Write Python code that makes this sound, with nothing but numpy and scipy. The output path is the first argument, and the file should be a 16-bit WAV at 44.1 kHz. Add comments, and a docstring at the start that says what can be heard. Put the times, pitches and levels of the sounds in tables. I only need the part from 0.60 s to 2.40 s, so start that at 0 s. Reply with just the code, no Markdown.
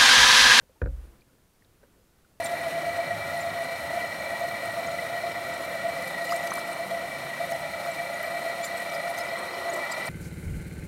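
"""One deep knock on a plastic kayak, heard from its deck while paddling on a calm river.
The blow clacks and rebounds three times; the hollow hull booms on in low modes that beat together.
A faint double bump follows a second later. Paddle drips plink over the quiet wash of the river and a
thin microphone hiss. A noise suppressor opens briefly on the knock, lifting its tail and the hiss."""
import sys
import numpy as np
from scipy import signal
from scipy.fft import rfft, irfft
from scipy.io import wavfile
from scipy.ndimage import uniform_filter1d

SR = 44100
rng = np.random.default_rng(int(sys.argv[2]) if len(sys.argv) > 2 else 0)


def inscribe(sig):
    """Save sig as 16-bit PCM at rate SR to the path in sys.argv[1].

    A 1-D sig is mono; a 2-D sig holds one channel per row.
    Samples are clipped to [-1, 1] before scaling.
    """
    pcm = np.round(np.clip(np.atleast_2d(sig).T, -1, 1) * 32767)
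    wavfile.write(sys.argv[1], SR, pcm.astype(np.int16))


N = 79380
T = np.arange(N) / SR
HZ = np.fft.rfftfreq(N, 1 / SR)


def amp(db):
    """Decibels to gain."""
    return 10 ** (np.asarray(db) / 20)


def eq_curve(points):
    """Gain at every frequency from (freq_hz, level_db) points."""
    hz, db = np.transpose(points)
    return amp(np.interp(np.log(HZ + 1), np.log(hz), db))


def noise(spectrum):
    """Noise of rms 1, coloured by the given spectrum."""
    x = irfft(rfft(rng.standard_normal(N)) * spectrum, N)
    return x / np.sqrt(np.mean(x ** 2) + 1e-20)


def split_bands(x, crossover_hz):
    """Soft crossover: returns the lows and the highs."""
    lows = irfft(rfft(x) / (1 + (HZ / crossover_hz) ** 4), N)
    return lows, x - lows


def add(mix, start_s, sound):
    """Mixes a sound in at its start time."""
    part = mix[max(round(start_s * SR), 0):]
    part += sound[:len(part)]


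def ring(t60_s, attack_s):
    """Envelope that builds up and dies away."""
    return (1 - np.exp(-T / attack_s)) * np.exp(-np.log(1000) * T / t60_s)


def hull_knocks():
    """Each blow rings the same hull modes; neighbouring modes push the deck in opposite directions."""
    # blows on the hull: start_s, boom_db, panel_db, clack_db
    blows = [(0.2162, -1, -2.5, -1), (0.2372, -5.5, -28, -18), (.258, -14, -13, -11.5),
             (0.2699, -48, -15, -25), (1.2304, -52, -31.5, -34), (1.2355, -55, -26, -35)]
    # modes of the hollow hull: pitch_hz, level_db, t60_s
    hull_modes = [(30.2, -33.5, 0.12), (46.8, -30.5, 0.6), (66.87, -21.5, 0.79), (91.4, -22, 0.09),
                  (118.7, -36.5, 0.35), (134.3, -35, 0.34), (187.5, -41.5, .2), (212.5, -44.5, 0.34),
                  (250, -30.5, 0.073), (284.5, -34, .19), (350.4, -25.5, .03), (496, -8, 0.024),
                  (522, -36, 0.14), (550.7, -38.5, 0.27), (729, -44, 0.1), (963, -38, 0.07)]
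    # short-lived modes of the struck spot: pitch_hz, level_db, t60_s
    clack_modes = [(1231, -36, 0.034), (1423, -28, 0.028), (1522, -15.5, 0.014), (1655, -27, 0.027),
                   (1831, -26.5, 0.019), (2140, -49.5, 0.031), (2440, -35, 0.018)]
    boom_below_hz, detune = 200, 0.017
    boom, panel, clack, out = np.zeros((4, N))
    for k, (pitch_hz, level_db, t60_s) in enumerate(hull_modes):
        mode = -(-1) ** k * amp(level_db) * np.cos(2 * np.pi * pitch_hz * T)
        if pitch_hz < boom_below_hz:
            beating = np.cos(np.pi * detune * pitch_hz * T)  # the hull's two sides are tuned apart
            boom += mode * beating * ring(t60_s, attack_s=0.0013)
        else:
            panel += mode * ring(t60_s, attack_s=0.0051)
    for k, (pitch_hz, level_db, t60_s) in enumerate(clack_modes):
        mode = (-1) ** k * amp(level_db) * np.sin(2 * np.pi * pitch_hz * T)
        clack += mode * ring(t60_s, attack_s=0.0025)
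    for start_s, boom_db, panel_db, clack_db in blows:
        tones = amp(boom_db) * boom + amp(panel_db) * panel + amp(clack_db) * clack
        shudder = amp((panel_db + clack_db) / 2) * wall_shudder()
        add(out, start_s, tones + shudder)
    return out


def wall_shudder():
    """Dense vibration of the plastic wall fills in between the modes; its treble dies first."""
    # colour of the wall's vibration: freq_hz, level_db
    wall_eq = [(100, -4), (380, -3), (520, -4), (700, -9), (1100, -12.5), (1550, 0), (2300, -16.5),
               (2900, -27), (4200, -28), (6500, -40), (15000, -63)]
    lows, highs = split_bands(noise(eq_curve(wall_eq)), crossover_hz=900)
    body = lows * ring(t60_s=0.1, attack_s=0.0008)
    snap = highs * ring(t60_s=0.022, attack_s=0.0008)
    return amp(-27.5) * (body + snap)


def paddle_drips():
    """Each drip is a small, slightly rising bubble tone with a puff of spray around its pitch."""
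    # drips and small splashes off the paddle: start_s, pitch_hz, level_db, t60_s
    drips = [(0.013, 1540, -56, 0.026), (0.032, 504, -55, 0.053), (.094, 513, -47, 0.042),
             (0.16, 893, -61.5, .09), (0.608, 4417, -59, 0.023), (0.6173, 2390, -53, 0.019),
             (0.696, 1410, -59.5, 0.032), (1.022, 1900, -53.5, 0.017), (1.0474, 3850, -48, 0.0098),
             (1.378, 488, -60.5, 0.15), (1.646, 1410, -55, 0.031)]
    glide_per_s, spray_width = 1, 0.086  # both as shares of the pitch
    out = np.zeros(N)
    for start_s, pitch_hz, level_db, t60_s in drips:
        bubble = np.sin(2 * np.pi * pitch_hz * (T + glide_per_s * T ** 2 / 2))
        spray = noise(1 / (1 + ((HZ / pitch_hz - 1) / spray_width) ** 2))
        envelope = amp(level_db) * ring(t60_s, attack_s=0.0011)
        add(out, start_s, envelope * (bubble + 0.8 * spray))
    return out


def river_wash():
    """Low wash of water along the hull, lapping unevenly."""
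    # colour of the wash: freq_hz, level_db
    wash_eq = [(15, 1.5), (35, 4), (70, 2), (160, -2.5), (300, -5), (500, -8.5), (800, -15), (1500, -16.5),
               (2600, -23.5), (6000, -35.5), (15000, -30)]
    # swell and ebb of the wash: time_s, level_db
    wash_levels = [(0, -62.5), (.2, -62.5), (.45, -61.5), (.7, -64), (.92, -66), (1.15, -64), (1.3, -62),
                   (1.48, -63.5), (1.8, -64)]
    lap_depth_db, lap_below_hz = 1, 19
    lapping_db = lap_depth_db * noise(1 / (1 + (HZ / lap_below_hz) ** 4))
    swell_db = np.interp(T, *np.transpose(wash_levels))
    return noise(eq_curve(wash_eq)) * amp(swell_db + lapping_db)


def microphone_hiss():
    """Even microphone hiss with a faint high whine that swells just after the knock."""
    # colour of the hiss: freq_hz, level_db
    hiss_eq = [(100, 10.5), (2000, 0), (4000, -0.5), (7000, -1), (12000, -2), (14500, -3.5), (15700, -8.5)]
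    # rise and fall of the whine: time_s, level_db
    whine_levels = [(.2, -92), (.45, -81), (.66, -96), (1.8, -87)]
    whine_hz, whine_width_hz = 9550, 75
    whine = noise(1 / (1 + ((HZ - whine_hz) / whine_width_hz) ** 2))
    whine_db = np.interp(T, *np.transpose(whine_levels))
    hiss = noise(eq_curve(hiss_eq)) * amp(-69.5)
    return hiss + whine * amp(whine_db)


def noise_suppressor(x):
    """Eases open while the sound is loud, lifting the lows more than the highs, then closes again."""
    threshold_db, memory_s = -43, 0.25
    low_lift_db, high_lift_db = 8, 4.5  # when fully open
    power = abs(uniform_filter1d(x ** 2, size=2200))  # 50 ms average
    is_loud = 10 * np.log10(power + 1e-12) > threshold_db
    loud_s = np.cumsum(is_loud) / SR
    openness = (loud_s - np.interp(T - memory_s, T, loud_s)) / memory_s  # loud share of the recent past
    lows, highs = split_bands(x, crossover_hz=2550)
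    return lows * amp(low_lift_db * openness) + highs * amp(high_lift_db * openness)


def scene():
    """Hull, water and hiss in mono."""
    return (hull_knocks() + paddle_drips() + river_wash() + microphone_hiss())[None]


def record(dry):
    """The mix passes through the noise suppressor, then a steep high cut."""
    high_cut_hz = 15750
    high_cut = signal.firwin(511, high_cut_hz, window=("kaiser", 9), fs=SR)
    return signal.oaconvolve(noise_suppressor(dry[0]), high_cut, "same")[None]


dry = scene()
out = record(dry)
inscribe(out)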